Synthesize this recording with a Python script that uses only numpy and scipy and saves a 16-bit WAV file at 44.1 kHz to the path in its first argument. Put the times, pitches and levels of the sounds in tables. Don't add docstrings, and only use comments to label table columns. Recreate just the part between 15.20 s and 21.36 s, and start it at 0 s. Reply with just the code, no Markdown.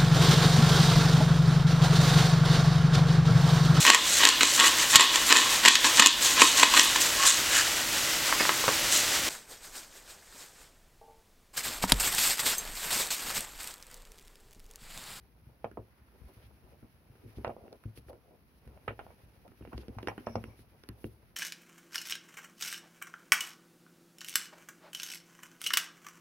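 import sys
import numpy as np
from scipy import signal
from scipy.fft import rfft, irfft
from scipy.io import wavfile

SR = 44100
rng = np.random.default_rng(int(sys.argv[2]) if len(sys.argv) > 2 else 0)


def master(y):
    cut = np.clip(np.atleast_2d(y).T, -1, 1)
    pcm = np.round(cut * 32767)
    wavfile.write(sys.argv[1], SR, pcm.astype(np.int16))


N = 271656

# (time [s], knock peak [dB], knock pitch [Hz], crack rms over its first 5 ms [dB],
#         crack pitch [Hz], snap rms over its first 5 ms [dB])
BLOWS = [(0.442, -23, 606, -48.5, 2900, -66.5), (0.448, -38, 610, -51, 2130, -79),
         (0.512, -44.5, 335, -59.5, 1840, -67), (0.571, -30.5, 693, -60, 2070, -82),
         (0.5745, -31, 399, -71, 2000, -80), (1.626, -45, 269, -69, 2130, -87),
         (1.952, -54.5, 484, -70, 2160, -84), (2.182, -35, 320, -67, 2190, -72),
         (2.245, -23.5, 667, -38, 2120, -76), (2.267, -33, 584, -53, 2400, -66),
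         (2.275, -26, 590, -66, 2100, -75), (2.293, -27, 574, -62, 2130, -74),
         (2.299, -38, 630, -57, 2200, -72), (2.307, -35.5, 590, -66, 1500, -80),
         (2.364, -37, 534, -86, 2200, -81), (2.437, -43, 333, -78, 2620, -81),
         (2.478, -44, 400, -62.5, 3020, -74), (2.527, -43.5, 358, -63, 2300, -66),
         (2.636, -65, 340, -58, 2530, -65), (2.656, -42.5, 304, -89, 2100, -67),
         (2.773, -43, 350, -61, 3520, -56), (2.883, -45, 380, -60, 2440, -72),
         (2.903, -43, 530, -80, 1900, -68), (2.929, -42, 480, -66, 1900, -65),
         (3.474, -47, 455, -65.5, 2220, -65.5), (3.573, -48.5, 613, -65.5, 2800, -80),
         (3.6755, -35, 430, -59, 1500, -69), (3.6775, -28.5, 473, -36.5, 1660, -55),
         (3.68, -56, 372, -35, 2290, -67), (3.697, -47, 480, -69, 2250, -80),
         (3.706, -34, 490, -73, 1990, -84), (3.79, -34, 785, -43, 1590, -82),
         (3.797, -41, 610, -55, 2780, -79), (3.811, -42, 600, -78, 1500, -80),
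         (3.864, -41.5, 640, -67, 2080, -74), (3.903, -46, 603, -68, 2190, -80),
         (4.277, -51, 251, -63.5, 2550, -63), (4.316, -51.5, 324, -65.5, 1990, -78),
         (4.408, -39, 297, -69, 2000, -84), (4.423, -65, 300, -62, 2760, -77),
         (4.449, -41, 543, -57, 2840, -70), (4.473, -41.5, 290, -60.5, 2780, -82),
         (4.529, -37, 296, -53, 2130, -62.5), (4.577, -34.5, 327, -53.5, 2950, -62),
         (4.631, -46.5, 456, -67, 2490, -77), (4.68, -34.5, 310, -62, 2820, -65),
         (4.689, -41, 397, -66, 2820, -77), (4.784, -30.5, 910, -52.5, 2600, -74),
         (4.828, -33.5, 338, -51.5, 2860, -61), (4.871, -25.5, 372, -35, 2780, -56),
         (4.882, -26, 730, -36, 2190, -50.5), (4.915, -34, 730, -64, 1700, -70),
         (4.977, -33, 298, -47, 1700, -57), (5.068, -23.5, 623, -43.5, 2210, -63),
         (5.1535, -20.5, 580, -44, 2450, -64), (5.238, -37, 363, -45.5, 3140, -55),
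         (5.39, -49, 294, -65.5, 2500, -76), (5.635, -47.5, 406, -59, 1880, -71),
         (5.687, -37.5, 270, -54, 2120, -45.5), (5.8405, -28.5, 330, -49, 3120, -57)]
# (frequency [Hz], level [dB], t60 of a crack at 2 kHz [s])
WOOD_MODES = [(860, 8, 0.045), (1050, 5.5, 0.037), (1454, 9.5, 0.012), (1812, 12.5, 0.0063),
              (2300, -6.5, 0.031), (2510, -8, 0.041), (2780, -2.5, 0.027), (3120, -3.5, 0.013)]
WOOD_DB = 0.5
WOOD_REACH_DB = 11
WOOD_SPREAD_DB = 2.5
WOOD_TOP_HZ = 3350
SPOTS = 5
# (time [s], peak level [dB])
TICKS = [(0.4448, -47), (2.246, -40), (2.278, -43), (2.5275, -44.5), (3.6805, -54), (3.793, -52),
         (4.578, -37.5), (4.682, -44.5), (4.786, -42.5), (4.828, -43), (4.873, -31), (5.0677, -39),
         (5.157, -39), (5.636, -44)]
TICK_BAND_HZ, TICK_T60_S = (3000, 6500), 0.016
ALIKE_BELOW_HZ = 500
LEFT_LEAD_S, RIGHT_LOUDER_DB = 0.0001, 4.5

# (frequency [Hz], t60 [s])
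TAIL_T60 = [(100, 0.17), (400, 0.18), (1100, 0.079), (3000, 0.13), (10000, 0.28)]
# (frequency [Hz], level [dB])
ECHO_COLOUR = [(100, -5), (600, -5.5), (1500, 1), (3000, -0.5), (3800, -5.5), (6000, -5), (16000, -15)]
TAIL_DB = -4
# (frequency [Hz], likeness [0 to 1])
LIKENESS = [(60, 0.71), (250, 0.88), (700, 0.54), (1500, 0.01), (3000, 0.038), (8000, 0.026)]

# (frequency [Hz], level [dB], t60 [s])
FRAME_MODES = [(65.8, 3, 0.32), (108, 5, 0.21), (130.1, 0, 0.19), (183.3, -8, 0.27), (226.9, 5, 0.15)]
PANEL_DB = -46
# (time [s], peak level [dB], pitch that the push favours [Hz])
THUDS = [(0.268, -43.5, 131), (0.448, -39.5, 125), (0.588, -38.5, 111), (1.166, -45, 102),
         (1.238, -45.5, 56.5), (1.625, -42.5, 98), (1.897, -45, 108), (2.056, -40, 114),
         (2.172, -32.5, 119), (2.268, -35.5, 124), (2.654, -29.5, 120), (2.777, -41, 102),
         (2.864, -42.5, 61), (3.467, -38.5, 66), (3.682, -32, 100), (4.032, -47.5, 111), (4.407, -39, 74),
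         (4.545, -31.5, 97), (4.68, -40, 84), (4.766, -32.5, 110), (4.876, -32, 227), (5.069, -35.5, 229),
         (5.099, -36, 230), (5.154, -33.5, 131), (5.164, -27.5, 222), (5.239, -42, 219), (5.275, -40, 103),
         (5.389, -47.5, 97), (5.692, -35, 108), (5.845, -34, 114)]

# (middle [s], half the span [s], rms before the swell [dB], centre [Hz])
STROKES = [(0.853, 0.45, -72.5, 1260), (1.098, 0.46, -72, 5950), (1.24, 0.054, -63.5, 2080),
           (1.54, 0.081, -65, 510), (2.07, 0.08, -60.5, 306), (2.172, 0.037, -64, 2890),
           (2.442, 0.13, -58.5, 550), (2.532, 0.06, -55, 473), (2.778, 0.039, -58, 3940),
           (2.882, 0.037, -62.5, 5100), (2.927, 0.1, -55.5, 506), (3.114, 0.13, -60.5, 487),
           (3.378, 0.062, -71.5, 4500), (3.565, 0.074, -61, 574), (3.921, 0.053, -66, 716),
           (4.267, 0.041, -59.5, 545), (4.458, 0.016, -60.5, 2300), (4.535, 0.037, -49.5, 740),
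           (4.597, 0.07, -62, 2770), (4.74, 0.064, -61, 596), (4.906, 0.036, -68, 4300),
           (5.401, 0.084, -67.5, 3840), (5.857, 0.2, -64, 9100)]
STROKE_OCTAVES, OCTAVES_PER_KHZ = 0.84, 0.49
# (time [s], level about the mean [dB])
STIR = [(0.0, -1), (0.51, -1), (0.84, -1.5), (1.1, 4), (1.42, 2), (1.94, 0.5), (2.18, 6), (2.37, 1.5),
        (2.76, 1), (3.24, -2), (3.74, 4), (4.1, 3), (4.37, 1), (4.62, 5), (5.06, 5.5), (5.21, 8),
        (5.44, -0.5), (6.16, 0)]
# (frequency [Hz], density [dB per Hz])
RUMBLE_SPECTRUM = [(25, -21), (40, -3.5), (62, 9.5), (85, 0), (110, 2.5), (160, -9.5), (230, -8.5),
                   (400, -61.5), (900, -85)]
RUB_SPECTRUM = [(120, -22), (230, 3), (400, 7), (650, 1.5), (1000, -0.5), (1500, -12), (2500, -75)]
HISS_SPECTRUM = [(700, -34), (1300, 1.5), (2500, 0.5), (3500, -7), (5500, -4.5), (8000, -9.5),
                 (11000, -9.5), (16000, -11.5)]
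RUMBLE_DB, RUMBLE_FOLLOWS = -64.5, 0.97
RUB_DB, RUB_FOLLOWS = -72, 1.57
HISS_DB, HISS_FOLLOWS = -71, 1

# (time of full level [s], hold [s], low partial level [dB], high partial level [dB])
SHAKES = [(4.885, 0.0024, -75, -46.5), (5.063, 0.0023, -54, -51), (5.086, .055, -68, -59.5),
          (5.155, .002, -74, -46), (5.175, 0.029, -75, -72), (5.255, 0.027, -89, -71),
          (5.289, 0.068, -70.5, -78)]
SHAKE_RISE_S, SHAKE_FALL_DB_PER_S = 0.0015, 1298
JINGLE_HZ, JINGLE_T60_S, TOUCHES_PER_S = (2270, 5600, 5150), 0.04, 1200
SIDE_PARTIAL_DB = 10

# (frequency [Hz], density [dB per Hz])
ROOM_TONE = [(25, -35), (60, -5), (120, -3), (250, -8), (500, -20), (1000, -20.5), (2500, -32), (5000, -33),
             (10000, -39), (16000, -30)]
ROOM_TONE_DB = -66.5
# (frequency [Hz], width [Hz], level [dB])
PORTS = [
    [(7910, 2220, -30), (10710, 2700, 15.5), (1990, 1640, -1.5)],
    [(7420, 1920, -20.5), (10200, 960, 7.5), (2180, 12000, -0.5)],
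]
CUTOFF_HZ = 15800


def amp(db):
    return 10 ** (np.asarray(db) / 20)


def rms_one(x, size=None):
    return x / np.sqrt(np.mean(x[..., :size] ** 2) + 1e-20)


def at_hz(points, hz):
    table = np.array(points)
    return np.interp(np.log(hz), np.log(table[:, 0]), table[:, 1])


def drift(rate):
    knots = rng.standard_normal(600)
    return np.interp(np.arange(N) / SR * rate, np.arange(len(knots)), knots)


def ring(x, hz, t60):
    radius, w = amp(-60 / (t60 * SR)), 2 * np.pi * hz / SR
    return signal.lfilter([0, np.sin(w)], [1, -2 * radius * np.cos(w), radius * radius], x)


def band(x, low_hz, high_hz):
    return signal.sosfilt(signal.butter(2, [low_hz, high_hz], "band", fs=SR, output="sos"), x)


def stereo(mid, side, spectrum):
    size = mid.shape[-1]
    hz = np.maximum(np.fft.rfftfreq(size, 1 / SR), 1)
    alike = np.clip(at_hz(LIKENESS, hz), 0, 1)
    sign = np.array([[1], [-1]])
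    both = np.sqrt(1 + alike) * rfft(mid) + np.sqrt(1 - alike) * rfft(side) * sign
    return rms_one(irfft(both * amp(at_hz(spectrum, hz)), size))


def wood_ring(crack, crack_hz):
    bright = crack_hz / 2000
    wood = 0
    for mode_hz, db, t60 in WOOD_MODES:
        octaves_off = abs(np.log2(mode_hz / crack_hz))
        level_db = db + WOOD_SPREAD_DB * rng.standard_normal()
        level_db -= WOOD_REACH_DB * bright ** 2 * octaves_off
        wood = wood + amp(level_db) * ring(crack, mode_hz, t60 / bright)
    return wood


def blows():
    out, size, early = np.zeros((SPOTS + 1, N + SR)), SR // 10, SR // 200
    t = np.arange(size) / SR
    dull = signal.butter(8, WOOD_TOP_HZ, fs=SR, output="sos")
    burst = np.clip(t / 0.002, 0, 1) ** 6
    for k, (s, knock_db, knock_hz, crack_db, crack_hz, snap_db) in enumerate(BLOWS):
        contact = np.exp(-0.5 * ((t - 0.0012 - 0.47 / knock_hz) * knock_hz / 0.12) ** 2)
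        knock = -np.gradient(ring(contact, knock_hz, 4.84 / knock_hz))
        knock = amp(knock_db) * knock / np.abs(knock).max()

        noise = rng.standard_normal((2, size))
        noise[:, round(0.002 * SR)] = -16, -7
        fading = noise[0] * burst * amp(-60 * t * crack_hz / 34.0)
        crack = band(fading, crack_hz / 4.1, crack_hz * 2.0)
        wood = wood_ring(crack, crack_hz)
        crack = rms_one(crack, size=early) + amp(WOOD_DB) * rms_one(wood, size=early)
        crack = amp(crack_db) * rms_one(signal.sosfilt(dull, crack), size=early)

        snap = band(noise[1] * burst * amp(-60 * t / 0.013), 2700, 15000)
        snap = signal.lfilter([1], [1, -0.5], snap)
        snap = amp(snap_db) * rms_one(snap, size=early)

        echoless = np.clip(2 * (crack_hz / 2000 - 1.1), 0, 0.7) * crack
        at = round(s * SR)
        out[k % SPOTS, at:at + size] += knock + crack - echoless
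        out[-1, at:at + size] += echoless + snap
    return out[:, :N]


def ticks():
    out, size = np.zeros(N + SR), SR // 40
    fade = amp(-60 * np.arange(size) / SR / TICK_T60_S)
    for s, db in TICKS:
        tick = band(rng.standard_normal(size) * fade, *TICK_BAND_HZ)
        at = round(s * SR)
        out[at:at + size] += amp(db) * tick / np.abs(tick).max()
    return out[:N]


def direct(x):
    bass = signal.sosfilt(signal.butter(1, ALIKE_BELOW_HZ, fs=SR, output="sos"), x)
    upper = x - bass
    late = np.interp(np.arange(N) - LEFT_LEAD_S * SR, np.arange(N), upper)
    balance = amp([[-RIGHT_LOUDER_DB / 2], [RIGHT_LOUDER_DB / 2]])
    return bass + np.array([upper, late]) * balance


def reflections(x):
    size, edges = SR // 2, 70 * 2.0 ** np.arange(9)
    t = np.arange(size) / SR
    echoes = stereo(*rng.standard_normal((2, size)), ECHO_COLOUR)
    tail = 0
    for k, (low, high) in enumerate(zip(edges, edges[1:])):
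        decay = amp(-60 * t / at_hz(TAIL_T60, np.sqrt(low * high)))
        tail = tail + (-1) ** k * band(echoes, low, high) * decay
    tail *= np.clip(t / 0.00021 - 0.4, 0, 1)
    tail /= np.sqrt(np.sum(tail ** 2) / 2)
    return amp(TAIL_DB) * signal.fftconvolve(x[None], tail, axes=1)[:, :N]


def panel(x):
    hz, _, t60 = FRAME_MODES[-1]
    return amp(PANEL_DB) * ring(x, hz, t60)


def thuds():
    out, size = np.zeros(N + SR), SR // 2
    t = np.arange(size) / SR
    push = np.exp(-0.5 * ((t - 0.0015) / 0.00048) ** 2)
    for s, peak_db, hz in THUDS:
        thud = 0
        for mode_hz, db, t60 in FRAME_MODES:
            level_db = db + 3 * rng.standard_normal() - 11 * abs(np.log2(mode_hz / hz))
            thud = thud + amp(level_db) * ring(push, mode_hz, t60)
        at = round(s * SR)
        out[at:at + size] += amp(peak_db) * thud / np.abs(thud).max()
    return out[:N] * amp([[0.8], [-0.8]])


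def strokes():
    out, lumps = np.zeros((2, N)), amp(4.3 * drift(70))
    for s, half_span, db, hz in STROKES:
        octaves = STROKE_OCTAVES + OCTAVES_PER_KHZ * hz / 1000
        half, foot = 2 ** (octaves / 2), 4 ** octaves
        hill = [(hz / foot, -48), (hz / half, -3), (hz, 0), (hz * half, -3), (hz * foot, -48)]
        at, size = round((s - half_span) * SR), round(2 * half_span * SR)
        noise = rng.standard_normal((2, size))
        out[:, at:at + size] += amp(db) * np.hanning(size) ** 2 * stereo(*noise, hill)
    return out * lumps


def grainy(spectrum, per_s, size_db, flicker_db, flicker_rate):
    slips = rng.random(N) < per_s / SR
    sizes = amp(size_db * np.minimum(rng.exponential(1, N), 3)) * slips
    grains = rng.standard_normal((2, N)) * (1 + rms_one(sizes))
    return stereo(*grains, spectrum) * amp(flicker_db * drift(flicker_rate))


def cloth():
    times, levels = np.transpose(STIR)
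    stir_db = np.interp(np.arange(N) / SR, times, levels)
    rumble = grainy(RUMBLE_SPECTRUM, per_s=90, size_db=4.5, flicker_db=4.5, flicker_rate=51)
    rub = grainy(RUB_SPECTRUM, per_s=530, size_db=0.0, flicker_db=3.5, flicker_rate=44)
    hiss = grainy(HISS_SPECTRUM, per_s=6000, size_db=1.2, flicker_db=1.5, flicker_rate=32)
    return (amp(RUMBLE_DB + RUMBLE_FOLLOWS * stir_db) * rumble
            + amp(RUB_DB + RUB_FOLLOWS * stir_db) * rub
            + amp(HISS_DB + HISS_FOLLOWS * stir_db) * hiss)


def jingle():
    t, out = np.arange(N) / SR, 0
    touches = rng.standard_normal((2, N)) * (rng.random(N) < TOUCHES_PER_S / SR)
    touches = touches[0] + 5.5 * touches
    for k, hz in enumerate(JINGLE_HZ):
        level = 0
        for s, held, low_db, high_db in SHAKES:
            db = (low_db, high_db, high_db - SIDE_PARTIAL_DB)[k]
            fall_db = SHAKE_FALL_DB_PER_S * np.maximum(t - s - held, 0)
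            rise = np.clip((t - s) / SHAKE_RISE_S + 1, 0, 1)
            level = level + amp(db - fall_db) * rise
        partial = ring(ring(touches, hz, JINGLE_T60_S), hz, 0.004)
        out = out + level * rms_one(partial)
    return out


def room_tone():
    return amp(ROOM_TONE_DB) * stereo(*rng.standard_normal((2, N)), ROOM_TONE)


def scene():
    spots = blows()
    hits = spots.sum(axis=0)
    echoes = sum(reflections(spot) for spot in spots[:-1])
    block = direct(hits + ticks()) + echoes
    sofa = panel(hits) + thuds() + strokes() + cloth()
    return block + sofa + jingle() + room_tone()


def record(dry):
    out = []
    for x, port in zip(dry, PORTS):
        for hz, width_hz, db in port:
            w, g = 2 * np.pi * hz / SR, amp(db / 2)
            a = np.sin(w) * width_hz / hz / 2
            zeros = [1 + a * g, -2 * np.cos(w), 1 - a * g]
            poles = [1 + a / g, -2 * np.cos(w), 1 - a / g]
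            x = signal.lfilter(zeros, poles, x)
        out.append(x)
    out = signal.sosfilt(signal.butter(4, 42, "high", fs=SR, output="sos"), out)
    return signal.sosfilt(signal.ellip(12, 0.5, 70, CUTOFF_HZ, fs=SR, output="sos"), out)


dry = scene()
out = record(dry)
master(out)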